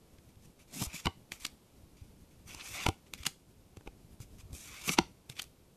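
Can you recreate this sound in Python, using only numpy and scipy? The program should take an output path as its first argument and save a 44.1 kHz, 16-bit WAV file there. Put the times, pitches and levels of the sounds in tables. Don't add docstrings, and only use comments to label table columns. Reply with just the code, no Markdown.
import sys
import numpy as np
from scipy import signal
from scipy.fft import rfft, irfft, next_fast_len
from scipy.io import wavfile
from scipy.ndimage import uniform_filter1d, map_coordinates

SR = 44100
rng = np.random.default_rng(int(sys.argv[2]) if len(sys.argv) > 2 else 0)


def pcm_store(signal):
    levels = np.round(np.clip(np.atleast_2d(signal), -1, 1) * 32767)
    wavfile.write(sys.argv[1], SR, levels.astype(np.int16).T)


def gain_from_db(level_db):
    decades = np.asarray(level_db, float) / 20
    return 10 ** decades


N = 254016

# hz, density_db_per_hz
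AIR_SPECTRUM = [(15, -47), (25, -15.5), (155, -8.5), (187, -6.5), (219, -8.5), (403, -10.5), (554, -13.5),
                (781, -18), (1870, -28.5), (2250, -25.5), (2860, -26.5), (12600, -30.5), (14000, -22.5)]
RUMBLE_SPECTRUM = [(20, -8.5), (70, -4.5), (150, -8.5), (300, -14), (600, -29), (1200, -39.5)]
EDGE_SPECTRUM = [(900, -15), (1500, -5), (2300, -1.5), (3000, 0.5), (4500, -4), (7000, -7.5), (13000, -16)]
RUB_SPECTRUM = [(710, -23), (1200, -9.5), (1520, -9.5), (1760, -8.5), (2270, -0.5), (4470, -8.5),
                (6030, -4.5), (11300, -13.5), (12900, -12), (13600, -13.5), (14000, -42)]
FLEX_SPECTRUM = [(300, -19.5), (600, 5), (1200, -4), (1700, -30.5), (3000, -26)]
FLUTTER_SPECTRUM = [(80, -17.5), (150, 4), (250, 6), (450, -6.5), (900, -46)]

# time_s, rumble_db
HAND_LEVELS = [(0.0, -63), (0.34, -62), (0.59, -61), (0.94, -64), (1.11, -62), (1.88, -63), (2.07, -59.5),
               (2.68, -59.5), (3.47, -64.5), (4.19, -59.5), (4.38, -57.5), (5.76, -64)]
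# start_s, peak_db, pitch_hz
THUDS = [(0.183, -52.5, 88.5), (0.367, -49.5, 84), (0.818, -32.5, 116), (0.868, -35, 62.4),
         (0.941, -44, 163), (1.057, -30, 158.4), (1.07, -28.5, 84.6), (1.417, -51.5, 51.1),
         (1.832, -46.5, 75.5), (2.017, -41, 78.6), (2.452, -50.5, 98), (2.563, -49, 66), (2.738, -47.5, 87),
         (2.883, -25, 92), (3.202, -40, 70.5), (3.27, -43.5, 146), (3.772, -43, 98), (3.875, -42, 49.4),
         (4.046, -49, 112.6), (4.202, -39, 114), (4.39, -46, 74), (4.433, -44.5, 80), (4.452, -42, 80.7),
         (4.5, -44, 90), (4.528, -37, 70), (4.893, -45, 177), (4.989, -25, 169), (5.008, -38, 75),
         (5.04, -47, 70.1), (5.296, -42, 128)]
# mode_hz, level_db, t60_s
CARD_MODES = [(249, 4.5, 0.021), (331.6, 0.5, 0.034), (438, -11.5, 0.059), (776.4, -11.5, 0.07),
              (970, 2.5, 0.018), (1147, -7.5, 0.024), (1425, 1, 0.018), (2255, -5.5, 0.01),
              (3040, -1.5, 0.011)]
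# time_s, scrape_peak_db, bright_db (above 5 kHz), scrape_length_s
CLICKS = [(0.185, -53, -4, 0.0026), (0.357, -55, 3, .001), (1.32, -22, -2, 0.00088),
          (1.45, -22, 1.5, 0.0032), (1.466, -26.5, 10, 0.00066), (2.597, -38, -4, .0015),
          (2.609, -38, -17, 0.0033), (3.137, -24.5, 2.5, .0008), (3.233, -34.5, -5, 0.0027),
          (3.254, -28.5, -3, 0.0018), (3.2658, -15.5, 2, .0026), (3.275, -28, 4, 0.00056),
          (4.508, -55, 3, 0.001), (5.2986, -26.5, 3.5, 0.0007), (5.367, -42, -4, .0011),
          (5.393, -26, -2.5, 0.0051), (5.419, -29.5, 16, 0.0023), (5.429, -34, 14.5, 0.00055),
          (5.441, -38, 14, .0007)]
# time_s, scrape_peak_db, bright_db (above 5 kHz), ring_db, slap_db (last two re scrape)
FLICKS = [(1.057, -21.5, -3.5, -8, -18), (1.069, -20.5, -11.5, -1, -7), (2.547, -34.5, 7, -7.5, -13.5),
          (2.8647, -15, -4, -2.5, -16), (2.887, -21.5, 4, -1, -1), (3.77, -43.5, 1, -7, 2),
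          (3.809, -56.5, 8, 6.5, 8), (3.862, -52.5, 3, -4, 8), (3.8745, -39.5, -3, 4.5, 7.5),
          (4.2024, -46, 15, -4.5, -5), (4.53, -38.5, 17, -36.5, -11), (4.892, -17, -6, -34, -15),
          (4.987, -9, -12.5, -5.5, -5.5)]
# start_s, length_s, first_db, last_db, treble_db (re hiss)
RUBS = [(0.286, 0.0067, -74, -70, -3), (0.423, 0.034, -77, -74, 5.5), (0.592, 0.033, -65.5, -67, -2.5),
        (1.033, 0.025, -66, -57, -1), (1.319, 0.069, -52, -71.5, 1.5), (1.4, 0.059, -62, -57, 2.5),
        (1.462, 0.036, -59, -80, -7), (1.97, .08, -71, -76, -5), (2.309, 0.042, -74.5, -79, 0.5),
        (3.064, 0.022, -69, -74, -6), (3.144, 0.026, -56.5, -71, -2.5), (3.178, 0.061, -59, -59, -4),
        (3.252, 0.011, -68, -44.5, 0), (3.274, 0.042, -69, -74, 5), (4.206, 0.03, -68, -66.5, 7),
        (4.385, 0.022, -68, -60.5, 1.5), (5.296, 0.036, -54, -68.5, -0.5), (5.355, 0.0436, -62.5, -54, -5),
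        (5.423, 0.02, -58.5, -65, -4)]
# time_s, hiss_db, treble_db, flex_db (last two re hiss)
DRAWS = [
    [(0.675, -75, 4, 6), (0.683, -73, -4, -4), (0.749, -57, 8.5, -4), (0.815, -49.5, 8, -24),
     (0.847, -56.5, 16.5, -10), (0.865, -56, 7.5, 3), (0.875, -61, -8, -4), (0.909, -59, -15, -8),
     (0.951, -52, 3, -29), (1.001, -51, 0, -18), (1.021, -67.5, 4, -12), (1.03, -67, 3, -8)],
    [(2.44, -89, -2, -10), (2.482, -60, 3.5, -10), (2.5, -57.5, -3, -11), (2.588, -59, -5, -5.5),
     (2.612, -47, -15, -30), (2.636, -57.5, 2, -7), (2.676, -50.5, -2, -16), (2.692, -53, 4.5, -12),
     (2.778, -42, -8, -12.5), (2.796, -44.5, -15, -14), (2.836, -40.5, -9, -24), (2.856, -47, -8, -14)],
    [(4.527, -76, 3, -11), (4.543, -64.5, 12, -7), (4.753, -51.5, -7, -18.5), (4.829, -54, -4, -11.5),
     (4.875, -45.5, 4.5, -15.5), (4.895, -30, -11, -6), (4.911, -46, 7, -16), (4.939, -45.5, 4, -15.5),
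     (4.97, -69, -3, -5)],
]
# time_s, flutter_db, flex_db, half_length_s (to 1/e)
BUCKLES = [(0.788, -47, -78, 0.045), (0.824, -34.5, -42, 0.01), (0.943, -52.5, -61, 0.0062),
           (2.469, -59, -71, 0.012), (4.532, -56, -66, 0.036), (4.897, -34, -55, 0.014)]
# hz, t60_s
ROOM_DECAY = [(200, 0.15), (2000, 0.23), (10000, 0.28)]

AIR_DB, ROOM_DB = -64, -18
THUD_T60_S = 0.064
FLICK_SCRAPE_S = 0.0017
FLICK_CREEP, CLICK_CREEP = 0.33, 0.13
CLICK_RING_DB, CLICK_SLAP_DB = -35, -24
FREE_DB, DAMP_PER_DB = -21, 0.5
FLEX_DB, FLUTTER_DB = -18, -22.5
RUB_IN_S, RUB_OUT_S = 0.0056, 0.022
DRIFT_HZ_PER_S = 3500
BAND_LIMIT_HZ = 13600


def unit(x):
    return x / np.sqrt(np.mean(x ** 2) + 1e-20)


def along(points, hz):
    point_hz, value = np.transpose(points)
    return np.interp(np.log(hz + 1), np.log(point_hz + 1), value)


def filtered(x, response):
    size = next_fast_len(x.shape[-1] + SR // 4)
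    spectrum = rfft(x, size) * response(np.fft.rfftfreq(size, 1 / SR))
    return irfft(spectrum, size)[..., :x.shape[-1]]


def coloured(x, spectrum):
    return unit(filtered(x, lambda hz: gain_from_db(along(spectrum, hz))))


def wobble(rate_hz):
    knots = rng.standard_normal(int(N * rate_hz / SR) + 4)
    return map_coordinates(knots, [np.arange(N) * rate_hz / SR])


def treble(hz):
    return 1 / (1 + (5000 / (hz + 1)) ** 4)


def add(track, start_s, sound):
    part = track[round(start_s * SR):][:len(sound)]
    part += sound[:len(part)]


def air():
    return gain_from_db(AIR_DB + 0.78 * wobble(3.1)) * coloured(rng.standard_normal(N), AIR_SPECTRUM)


def hands():
    out = np.zeros(N)
    t = np.arange(SR // 5) / SR
    for start_s, peak_db, pitch_hz in THUDS:
        envelope = gain_from_db(-60 * t / THUD_T60_S) * (1 - np.exp(-t * pitch_hz / 0.25))
        push = -np.sin(2 * np.pi * pitch_hz * t) * envelope
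        add(out, start_s, gain_from_db(peak_db) * push / np.abs(push).max())
    time_s, rumble_db = np.transpose(HAND_LEVELS)
    lumps = unit(gain_from_db(3.4 * wobble(22)) * coloured(rng.standard_normal(N), RUMBLE_SPECTRUM))
    return out + gain_from_db(np.interp(np.arange(N) / SR, time_s, rumble_db)) * lumps


def snaps():
    out = np.zeros(N)
    lead_s = 0.02
    t = np.arange(SR // 6) / SR
    late = t - lead_s
    contacts = [(*row, FLICK_SCRAPE_S, FLICK_CREEP) for row in FLICKS]
    contacts += [(time_s, peak_db, bright_db, CLICK_RING_DB, CLICK_SLAP_DB, length_s, CLICK_CREEP)
                 for time_s, peak_db, bright_db, length_s in CLICKS]
    for time_s, peak_db, bright_db, ring_db, slap_db, length_s, creep_share in contacts:
        length_s = max(length_s, 0.0005)
        creep = creep_share * np.exp(np.where(late < 0, late / (3.3 * length_s), -late / 0.0041))
        envelope = creep + np.exp(-((late - 0.7 * length_s) / length_s) ** 2)
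        burst = rng.standard_normal(len(t)) * envelope
        scrape = filtered(burst, lambda hz: gain_from_db(along(EDGE_SPECTRUM, hz))
                          * (1 + (gain_from_db(bright_db) - 1) * treble(hz)))

        free = np.clip(1 + DAMP_PER_DB * (peak_db - FREE_DB), 0.3, 1)
        low, high = np.zeros(len(t)), np.zeros(len(t))
        for mode_hz, level_db, t60_s in CARD_MODES:
            decay = gain_from_db(level_db + rng.normal(0, 3.4) - 60 * t / (t60_s * free))
            mode = decay * np.sin(2 * np.pi * mode_hz * rng.normal(1, 0.02) * t)
            if mode_hz < 870:
                low += mode
            else:
                high += mode
        catches = burst * gain_from_db(4.5 * rng.standard_normal(len(t)))
        ring = signal.fftconvolve(high, catches)[:len(t)]
        slap = -np.pad(low * (1 - np.exp(-t / 0.0046)), (round(lead_s * SR), 0))[:len(t)]

        parts = [(0, scrape), (ring_db, ring), (slap_db, slap)]
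        contact = sum(gain_from_db(level_db) * v / np.abs(v).max() for level_db, v in parts)
        add(out, time_s - lead_s, gain_from_db(peak_db) * contact)
    return out


def patchy(x, depth_db):
    hz, t, z = signal.stft(x, SR, nperseg=1024)
    field = uniform_filter1d(rng.standard_normal(z.shape), size=5, axis=0)
    field = uniform_filter1d(field, size=5, axis=1)
    climb_bins = np.round(DRIFT_HZ_PER_S * t / hz[1]).astype(int)
    rows = (np.arange(len(hz))[:, None] - climb_bins) % len(hz)
    field = np.take_along_axis(field, rows, axis=0)
    return signal.istft(z * gain_from_db(depth_db * unit(field)), nperseg=1024)[1][:N]


def slides():
    t = np.arange(N) / SR
    gain = np.zeros((4, N))
    for start_s, length_s, first_db, last_db, treble_db in RUBS:
        ends = np.maximum((start_s - t) / RUB_IN_S, (t - start_s - length_s) / RUB_OUT_S)
        glide_db = np.interp(t, [start_s, start_s + length_s], [first_db, last_db])
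        level = gain_from_db(glide_db - 20 * np.maximum(0, ends))
        gain += level * gain_from_db([[0], [treble_db], [FLEX_DB], [FLUTTER_DB]])
    for draw in DRAWS:
        time_s, hiss_db, treble_db, flex_db = np.transpose(draw)
        inside = np.clip(np.minimum(t - time_s[0], time_s[-1] - t) / 0.006 + 0.5, 0, 1)
        relative_db = (0, treble_db, flex_db, FLUTTER_DB)
        gain += inside * gain_from_db([np.interp(t, time_s, hiss_db + rel_db) for rel_db in relative_db])
    for time_s, flutter_db, flex_db, half_length_s in BUCKLES:
        gain[2:] += gain_from_db([[flex_db], [flutter_db]]) * np.exp(-((t - time_s) / half_length_s) ** 2)

    shiver = gain_from_db(1.46 * wobble(45) + wobble(160))
    grains = rng.standard_normal(N) * gain_from_db(2.95 * np.minimum(rng.exponential(size=N), 6))
    grains = patchy(grains, depth_db=2.5) * shiver
    rub = coloured(grains, RUB_SPECTRUM)
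    top = filtered(rub, treble)
    flex = coloured(grains, FLEX_SPECTRUM)
    flutter = coloured(grains, FLUTTER_SPECTRUM)
    return np.sum(gain * [unit(rub - top), unit(top), flex, flutter], axis=0)


def table(x):
    return filtered(x, lambda hz: 1 + 0.21 * np.exp(-2j * np.pi * hz * 0.000847) / (1 + (hz / 3000) ** 2))


def room(x):
    out = np.zeros(N)
    step = SR // 3
    for start in range(0, N, step):
        hz, t, z = signal.stft(rng.standard_normal(step), SR, nperseg=256)
        decay = gain_from_db(-60 * t / along(ROOM_DECAY, hz)[:, None])
        tail = signal.istft(z * decay, SR, nperseg=256)[1]
        tail = tail / np.linalg.norm(tail)
        add(out, start / SR + 0.004, signal.fftconvolve(x[start:start + step], tail))
    return out


def scene():
    cards = table(snaps() + slides())
    return (air() + hands() + cards + gain_from_db(ROOM_DB) * room(cards))[None]


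def roll_off(x):
    return signal.sosfilt(signal.butter(12, 14410, fs=SR, output="sos"), x)


def record(dry):
    def step(hz):
        return gain_from_db(-40 / (1 + np.exp(np.clip((BAND_LIMIT_HZ - hz) / 90, -50, 50))))
    mix = filtered(dry, step)
    return roll_off(mix)


dry = scene()
out = record(dry)
pcm_store(out)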